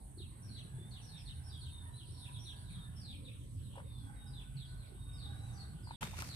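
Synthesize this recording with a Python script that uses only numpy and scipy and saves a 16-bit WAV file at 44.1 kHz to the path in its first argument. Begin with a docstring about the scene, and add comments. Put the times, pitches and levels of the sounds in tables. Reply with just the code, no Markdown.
"""A village yard: chicks and small birds peep between walls, roosters crow far off, insects sing, traffic rumbles.
Bird voices are sines on gliding pitch curves, and a decaying noise tail gives the walls' echo. Knocks ring a damped
mode; insects are ticks through resonances; traffic, leaves and air are shaped noise.
Near the end the sound drops out for a moment, then an animal rustles close by through dry leaves."""
import sys
import numpy as np
from scipy import signal
from scipy.io import wavfile
from scipy.ndimage import uniform_filter1d

SR = 44100
rng = np.random.default_rng(int(sys.argv[2]) if len(sys.argv) > 2 else 0)


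def transcribe(u):
    """Save the signal u as a 16-bit wav file named by the first command-line argument.

    u: samples, shape (n,) or (channels, n), limited to [-1, 1]; the rate is SR.
    q: integer samples, one column per channel.
    """
    v = np.clip(np.atleast_2d(u).T, -1, 1)
    q = np.round(v * 32767).astype(np.int16)
    wavfile.write(sys.argv[1], SR, q)


N = 280035


def from_db(db):
    """Decibels to gain."""
    return 10 ** (np.asarray(db) / 20)


def rms_one(x):
    """Scale to unit rms."""
    return x / np.sqrt(np.mean(x ** 2) + 1e-20)


def in_time(rows):
    """Every column of a curve table at every sample."""
    s, *columns = np.transpose(rows)
    return [np.interp(np.arange(N) / SR, s, column) for column in columns]


def at_hz(points, hz):
    """Read a spectrum on a log-frequency axis."""
    point_hz, values = np.array(points).T
    return np.interp(np.log(hz), np.log(point_hz), values)


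def drift(rate_hz):
    """Random wander of rms 1: noise through two equal low-pass poles, drawn every 20 samples."""
    r = np.exp(-40 * np.pi * rate_hz / SR)
    noise = rng.standard_normal(N // 20 + 4002)
    slow = signal.lfilter([1], [1, -2 * r, r * r], noise)[4000:]   # skip the filter's start
    return np.interp(np.arange(N) / 20, np.arange(len(slow)), rms_one(slow))


def resonance(x, hz, width_hz):
    """Two-pole resonance with a gain of about 1 at its peak."""
    r = np.exp(-np.pi * width_hz / SR)
    poles = [1, -2 * r * np.cos(2 * np.pi * hz / SR), r * r]
    return signal.lfilter([(1 - r * r) / 2, 0, (r * r - 1) / 2], poles, x)


def placed(x, pan_db):
    """Set a source in stereo: the left leads by ten samples and is louder by pan_db."""
    return np.array([np.roll(x, -10) * from_db(pan_db / 2), x * from_db(-pan_db / 2)])


def stereo_noise(alike):
    """Two white noises that share a part."""
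    mid, side = rng.standard_normal((2, N))
    alike = np.clip(alike, -1, 1)
    return np.sqrt(.5 + alike / 2) * mid + np.sqrt(.5 - alike / 2) * side * [[1], [-1]]


def banded(spectrum, patchy_db, grains=1):
    """Third-octave bands of stereo noise, each with its own level, flicker and likeness; rms 1."""
    # How alike the two channels are: f/Hz, left-right likeness
    likeness = [(60, 0.84), (240, 0.85), (950, 0.27), (3770, -0.11), (15000, -0.59)]
    out = 0
    edges = 35 * 2 ** (np.arange(27) / 3)
    white = rng.standard_normal((2, 2, N)) * grains
    for k, (low, high) in enumerate(zip(edges, edges[1:])):
        band = signal.butter(2, [low, high], "band", fs=SR, output="sos")
        mid, side = signal.sosfilt(band, white[k % 2])   # neighbouring bands use different noise
        hz = np.sqrt(low * high)
        alike = np.clip(at_hz(likeness, hz), -1, 1)
        gain = from_db(at_hz(spectrum, hz) + patchy_db * drift(3.58))
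        out = out + gain * (np.sqrt(1 + alike) * mid + np.sqrt(1 - alike) * side * [[1], [-1]])
    return rms_one(out)


def held_tones(tables, waver, flutter_db, rate_hz, fade_s, octave_db=-58.0):
    """Sines on a pitch curve with a faint octave; pitch and level tremble, the ends fade."""
    out = np.zeros(N)
    tremble = 1 + waver * drift(rate_hz)
    flutter = from_db(flutter_db * drift(rate_hz))
    for rows in tables:
        s, hz, level_db = np.transpose(rows)
        span = slice(round(s[0] * SR), min(round(s[-1] * SR), N))
        t = np.arange(N)[span] / SR
        fade = np.clip(np.minimum(t - s[0], s[-1] - t) / fade_s, 0, 1)
        pitch = uniform_filter1d(np.interp(t, s, hz), size=400, mode="nearest")   # the syrinx rounds every bend
        phase = 2 * np.pi * np.cumsum(pitch * tremble[span]) / SR
        voice = np.sin(phase) + from_db(octave_db) * np.sin(2 * phase)
        level = np.sqrt(2) * from_db(np.interp(t, s, level_db))   # table levels are rms
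        out[span] += level * flutter[span] * fade * voice
    return out


def peep(start, length, top_hz, db):
    """One straight fall in pitch whose level curve starts high and sinks; the voice fades its ends."""
    end_hz, start_db, end_db = 2476, 9.5, -2   # levels relative to the middle
    return [(start, top_hz, db + start_db),
            (start + length / 2, (top_hz + end_hz) / 2, db),
            (start + length, end_hz, db + end_db)]


def chirp(start, glide, top_hz, knee_hz, end_hz, db):
    """A glide slows towards a knee, then drops quickly; the throat sets the level at each pitch."""
    # Throat resonances: f/Hz, gain/dB
    throat = [(1700, 9), (2400, 13), (2900, -9), (3450, 0), (3900, -0.5), (4500, -1.5), (5400, -10)]
    glide_bend, drop_s = 1.3, 0.024
    t = np.linspace(0, glide + drop_s, 30)
    hz = knee_hz + (top_hz - knee_hz) * np.clip(1 - t / glide, 0, 1) ** glide_bend
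    hz = hz - (knee_hz - end_hz) * np.clip((t - glide) / drop_s, 0, 1)
    return np.transpose([start + t, hz, db + at_hz(throat, hz)])


def slide(start, length, first_hz, last_hz, db, fade_db=0):
    """A straight slide in pitch and level."""
    return [(start, first_hz, db), (start + length, last_hz, db + fade_db)]


def small_birds():
    """Peeps, chirps and high notes share one trembling voice with a clear octave."""
    # Short peeps: start t/s, length/s, top f/Hz, middle level/dB before the mix
    peep_rows = [(0.173, 0.066, 4550, -65.5), (0.542, 0.062, 4650, -63.5), (0.906, 0.09, 4546, -67.5),
                 (1.255, 0.058, 4620, -63.5), (1.601, 0.086, 4610, -67.5), (1.962, 0.067, 4404, -67.5),
                 (3.388, 0.046, 4050, -76.5), (3.621, 0.1, 4360, -80)]
    # Chirps: start t/s, glide/s, top f/Hz, knee f/Hz, end f/Hz, level/dB before throat and mix
    chirp_rows = [(0.474, 0.08, 4473, 3985, 3830, -67), (1.071, 0.1, 4595, 3527, 2280, -66.5),
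                  (1.495, 0.066, 4270, 3260, 2830, -63.5), (2.164, 0.08, 4460, 3480, 2190, -63.5),
                  (2.319, 0.043, 4400, 3400, 3120, -63.5), (2.442, 0.05, 4375, 3380, 2540, -59),
                  (2.63, 0.056, 4020, 3780, 1680, -72.5), (3.0, 0.12, 5100, 3366, 2256, -62),
                  (3.234, 0.034, 4400, 3510, 2134, -65.5), (4.323, 0.068, 4030, 3390, 2280, -64),
                  (4.557, 0.065, 4680, 3380, 3080, -65), (4.641, 0.075, 5090, 3900, 2980, -74.5),
                  (4.778, 0.043, 4435, 3860, 1870, -71), (5.169, 0.073, 4960, 3650, 3270, -65.5),
                  (5.563, 0.048, 4655, 4310, 3450, -66), (2.69, 0.064, 4590, 3420, 3120, -67),
                  (5.82, 0.13, 5290, 3470, 3100, -68), (6.273, 0.085, 4815, 3630, 3000, -58.5)]
    # High thin notes, mostly leading into a chirp: start t/s, length/s, first f/Hz, last f/Hz,
    # starting level/dB before the mix
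    high_rows = [(0.418, 0.057, 5860, 5080, -67), (0.566, 0.032, 6200, 5680, -71),
                 (1.007, 0.089, 5950, 4920, -69.5), (1.165, 0.057, 5680, 4780, -66),
                 (1.431, 0.069, 5450, 5206, -65.5), (2.102, 0.15, 5640, 5100, -75.5),
                 (2.384, 0.07, 5620, 5660, -62.5), (2.955, 0.072, 5400, 5290, -64.5),
                 (1.48, 0.06, 4770, 4760, -67), (2.556, 0.055, 4520, 4370, -71),
                 (4.262, 0.064, 5230, 4640, -68), (5.127, 0.047, 5260, 4800, -71),
                 (5.52, 0.045, 6420, 4950, -69), (5.547, 0.054, 4800, 4710, -68)]
    notes = [peep(*row) for row in peep_rows]
    notes += [chirp(*row) for row in chirp_rows]
    notes += [slide(*row, fade_db=-12) for row in high_rows]
    return held_tones(notes, waver=.017, flutter_db=4.0, rate_hz=220, fade_s=.017, octave_db=-26.0)


def whistle(start, length, onset_hz, held_hz, end_hz, db):
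    """Settles on its note, slides with gathering speed, swells and fades."""
    settle_s, bend = 0.0334, 2.1
    swell_peak, start_db, end_db = 0.49, -10, -6.5   # peak as a share of the length
    t = np.linspace(0, length, 30)
    hz = np.interp(t, [0, settle_s], [onset_hz, held_hz])
    hz = hz + (end_hz - held_hz) * (t / length) ** bend
    swell_db = np.interp(t / length, [0, swell_peak, 1], [start_db, 0, end_db])
    return np.transpose([start + t, hz, db + swell_db])


def whistles():
    """Held bird notes: near-pure sines with a gentle tremble."""
    # Whistles: start t/s, length/s, onset f/Hz, held f/Hz, end f/Hz, peak level/dB before flutter
    rows = [(0.721, 0.19, 3500, 3460, 3715, -68), (1.62, 0.26, 3900, 3683, 3555, -64),
            (1.907, 0.1, 3900, 4020, 3870, -60.5), (2.77, 0.11, 3580, 3670, 3595, -61),
            (3.817, 0.28, 3850, 3690, 3190, -67), (4.148, 0.15, 3950, 3766, 3820, -64),
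            (4.94, 0.48, 3760, 3696, 3897, -64.5), (5.371, 0.17, 4050, 4020, 3544, -64),
            (6.006, 0.14, 3660, 3685, 3655, -60)]
    return held_tones([whistle(*row) for row in rows], waver=.008, flutter_db=2.5, rate_hz=45, fade_s=.031)


def roosters():
    """Far crowing: held partials that waver, in a hoarse haze that follows their loudness."""
    # Partials of the crows: start t/s, length/s, first f/Hz, last f/Hz, level/dB before flutter and mix
    rows = [(.3, 0.33, 1536, 1634, -75), (.55, 0.7, 1670, 1664, -75), (1.05, 0.31, 1745, 1780, -80),
            (.88, 0.16, 746, 758, -66), (1.25, 0.49, 1550, 1583, -76.5), (.6, 0.73, 878, 871, -78.5),
            (1.5, 1.39, 947, 995, -78), (1.8, 0.19, 1930, 1795, -79), (2.4, 0.7, 1643, 1693, -74.5),
            (3.97, 2.14, 1523, 1502, -76), (4.0, 0.486, 818, 828, -76), (4.95, 0.87, 1150, 1190, -78),
            (5.5, 0.26, 1593, 1576, -74), (5.1, 0.19, 485, 470, -72.5), (5.2, 0.52, 818, 777.5, -70),
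            (5.28, 0.1, 1670, 1656, -60)]
    partials = held_tones([slide(*row) for row in rows], waver=.024, flutter_db=5.5, rate_hz=45, fade_s=.1)
    loudness = uniform_filter1d(np.abs(partials), size=8000)
    partials = partials * from_db(3 * drift(8) - 1.5)   # the crows' level flutters unevenly
    noise = rng.standard_normal(N)
    low_haze = 0.88 * rms_one(resonance(noise, 720, 400))
    high_haze = 0.47 * rms_one(resonance(noise, 1370, 500))
    return partials + loudness * (low_haze + high_haze)


def knocks():
    """Dull knocks on the ground: each a soft blow on one damped mode, with a puff of grit."""
    # Blows: t/s, nominal level/dB before the mix, ring f/Hz
    blows = [(0.172, -42.5, 341), (0.2, -42.5, 362), (0.783, -45.5, 374), (0.81, -48.5, 355),
             (3.738, -52, 950), (3.755, -42.5, 925), (3.763, -44, 790), (3.773, -41, 535),
             (3.78, -37.5, 950), (3.79, -44, 584), (3.8, -43, 950), (4.918, -46.5, 386),
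             (4.945, -48.5, 367), (5.872, -39.5, 950), (5.889, -45, 920), (5.908, -31, 924),
             (6.017, -38.5, 875), (6.024, -30.5, 900), (6.028, -27.5, 1320), (6.068, -44, 870),
             (6.133, -41, 820), (6.139, -38.5, 980), (6.187, -33.5, 1360), (6.22, -40, 870),
             (6.225, -33, 1320)]
    cycles_to_60_db = 19.5
    out = np.zeros(N)
    grit = rms_one(resonance(resonance(rng.standard_normal(N), 900, 1500), 900, 1500))
    for start, level_db, hz in blows:
        i = round(start * SR)
        t = np.arange(min(SR // 5, N - i)) / SR
        ring = np.sin(2 * np.pi * hz * t) * from_db(-60 * t * hz / cycles_to_60_db)
        puff = 0.097 * hz / 900 * grit[i:i + len(t)] * np.exp(-t / 0.011)
        contact = np.sin(np.pi / 2 * np.minimum(t * hz / 2, 1)) ** 2   # soft rise over two cycles
        out[i:i + len(t)] += from_db(level_db) * contact * (ring + puff)
    return out


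def leaves():
    """Dense crackle of grainy noise under the paws, with clicks ringing as single twigs snap."""
    # Loudness of the rustle: t/s, level/dB
    rustle = [(6.008, -46.5), (6.04, -41.5), (6.07, -49.5), (6.15, -53), (6.19, -43), (6.25, -48.5),
              (6.35, -54.5)]
    # Colour of dry leaves: f/Hz, relative band level/dB
    leaf_colour = [(180, 1), (300, -13.5), (603, -15), (834, -17.5), (2390, -12.5), (3770, -16.5),
                   (4970, -19), (8350, -15.5), (14500, -25)]
    # Twigs snapping: t/s, click level/dB before the resonances
    twigs = [(6.023, -53), (6.04, -27.5), (6.046, -35), (6.182, -34), (6.191, -30), (6.199, -42),
             (6.2228, -23)]
    near = np.arange(N) / SR > rustle[0][0]
    crackle = banded(leaf_colour, patchy_db=2.5, grains=from_db(3.0 * drift(150)))
    clicks = np.zeros(N)
    clicks[[round(s * SR) for s, db in twigs]] = from_db(np.array(twigs)[:, 1])
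    snaps = 1.5 * resonance(clicks, 8200, 3000)
    snaps = snaps + resonance(clicks, 4200, 2500) + 4 * resonance(clicks, 2000, 1200)
    return near * from_db(in_time(rustle)[0]) * crackle + placed(snaps, 1.2)


def insects():
    """Dense ticks ring each singer's body; one singer throbs about eight times a second."""
    # Insect song: t/s, steady singer's base level/dB, throbbing singer's base level/dB
    song_levels = [(0.0, -62.5, -67.5), (1.1, -62.5, -68), (1.85, -62.5, -64.5), (2.8, -64, -65),
                   (2.95, -63.5, -71), (5.95, -62, -71)]
    ticks_per_s = 6000
    steady_db, throb_db = in_time(song_levels)
    t = np.arange(N) / SR
    top_s, slows_s, fast_hz, slow_hz = .297, 2.34, 8.32, 7.6   # first throb peak, then the two throb rates
    throbs = fast_hz * (np.minimum(t, slows_s) - top_s) + slow_hz * np.maximum(t - slows_s, 0)
    depth = np.clip(.45 + .05 * (throb_db + 64), 0, 1)   # the louder, the deeper
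    sway = np.cos(2 * np.pi * (t - 1.22) / .97)   # the steady song leans high, then low
    high_steady = from_db(steady_db - 10.5 + 5.2 * sway)
    low_steady = from_db(steady_db - 9.5 - 6.6 * sway)
    throbbing = from_db(throb_db) * (1 + depth * np.cos(2 * np.pi * throbs))
    singers = [(high_steady, 8200, 520, -13.5), (low_steady, 7820, 540, -6.0),
               (throbbing, 9322, 570, -9.0), (from_db(-70.5), 11270, 1700, -2.0)]   # gain, f/Hz, width/Hz, pan/dB
    out = 0
    for level, hz, width_hz, pan_db in singers:
        ticks = (rng.random(N) < ticks_per_s / SR) * rng.standard_normal(N)
        song = placed(rms_one(ticks), pan_db) + .5 * rng.standard_normal((2, N))   # far singers blur to hiss
        out = out + level * rms_one(resonance(resonance(song, hz, width_hz), hz, width_hz))
    return signal.sosfilt(signal.cheby2(6, 40, [7200, 12700], "band", fs=SR, output="sos"), out)


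def traffic():
    """Far engines: noise in a few low resonances, louder and earlier on the right."""
    # Engine loudness before panning: t/s, deep rumble level/dB, drone base level/dB
    engine_levels = [(0.0, -45, -52.5), (0.21, -62.5, -53), (4.03, -56, -48.5), (4.7, -50.5, -55.5),
                     (5.31, -50.5, -46), (6.35, -63, -52)]
    # Rumble resonance, applied twice: f/Hz, width/Hz of each pass
    rumble = (50.44, 15)
    # Drone resonances: f/Hz, width/Hz, relative level/dB
    drone_modes = [(81.4, 4.7, -1), (115.2, 8, -1), (130.3, 16.5, -8.5), (168, 56, -27.5), (278.5, 13, -20)]
    deep_db, drone_db = in_time(engine_levels)
    deep = resonance(resonance(stereo_noise(0.85), *rumble), *rumble)
    drone = sum(from_db(db) * rms_one(resonance(stereo_noise(0.95), hz, width_hz))
                for hz, width_hz, db in drone_modes)
    drone = signal.sosfilt(signal.butter(2, [55, 330], "band", fs=SR, output="sos"), drone)
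    left, right = from_db(deep_db) * rms_one(deep) + from_db(drone_db) * rms_one(drone)
    return np.array([np.roll(left, 25) * from_db(-2.5), right * from_db(1.0)])


def open_air():
    """The yard's background: patchy banded noise, strongest in the bass."""
    # Colour of the air: f/Hz, relative band level/dB
    air_colour = [(24, -63), (40, -3.5), (119, 0.5), (371, -26.5), (900, -30), (1500, -37.5), (2450, -37.5),
                  (3690, -34), (5310, -47), (7100, -47.5), (9260, -44.5), (11800, -38.5), (13000, -89)]
    air = from_db(-52) * banded(air_colour, patchy_db=5.5)
    # the air's hiss stops short below 13 kHz
    air = signal.sosfilt(signal.cheby2(8, 40, 12800, fs=SR, output="sos"), air)
    air[0] = np.roll(air[0], 25)   # like the traffic, earlier on the right
    return air


def yard(x):
    """Walls and roofs scatter the calls: a dense decaying tail, different in each channel."""
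    yard_t60_s = 0.53
    near_t60_s, near_db = 0.22, 2   # the nearest walls fill the start of the tail
    t = np.arange(round(.6 * SR)) / SR
    decay = from_db(-60 * t / yard_t60_s) + from_db(near_db - 60 * t / near_t60_s)
    tail = rng.standard_normal((2, len(t))) * decay * (1 - np.exp(-t / 0.0015))
    tail = tail * from_db(2.5 * drift(60)[:len(t)])   # echoes come in uneven clumps
    tail = tail / np.sqrt(np.sum(tail ** 2) / 2)
    return signal.fftconvolve(np.broadcast_to(x, (1, N)), tail, axes=1)[:, :N]


def scene():
    """All sources; calls and knocks also come back from the walls."""
    birds, held_notes, crows, blows = small_birds(), whistles(), roosters(), knocks()
    to_walls = birds * from_db(12.0) + held_notes * from_db(4.0)
    to_walls = to_walls + crows * from_db(4.0) + blows * from_db(-6.0)
    voices = birds * from_db(-.5) + held_notes + crows * from_db(-3.0)
    direct = placed(voices, .3) + placed(blows, 1.5)
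    echoes = from_db(-5) * yard(to_walls)
    return direct + echoes + leaves() + insects() + traffic() + open_air()


def record(dry):
    """The microphone sheds the deepest bass, the sound drops out briefly, the top is cut."""
    # Silent moment: start t/s, end t/s
    dropout = (5.9595, 6.008)
    dry = signal.sosfilt(signal.butter(3, 36, "high", fs=SR, output="sos"), dry)
    t = np.arange(N) / SR
    fade_out = (dropout[0] - t) / .0005
    fade_in = (t - dropout[1]) / .004
    on = np.clip(np.maximum(fade_out, fade_in), 0, 1)
    return signal.sosfilt(signal.cheby2(12, 70, 15600, fs=SR, output="sos"), dry * on)


dry = scene()
out = record(dry)
transcribe(out)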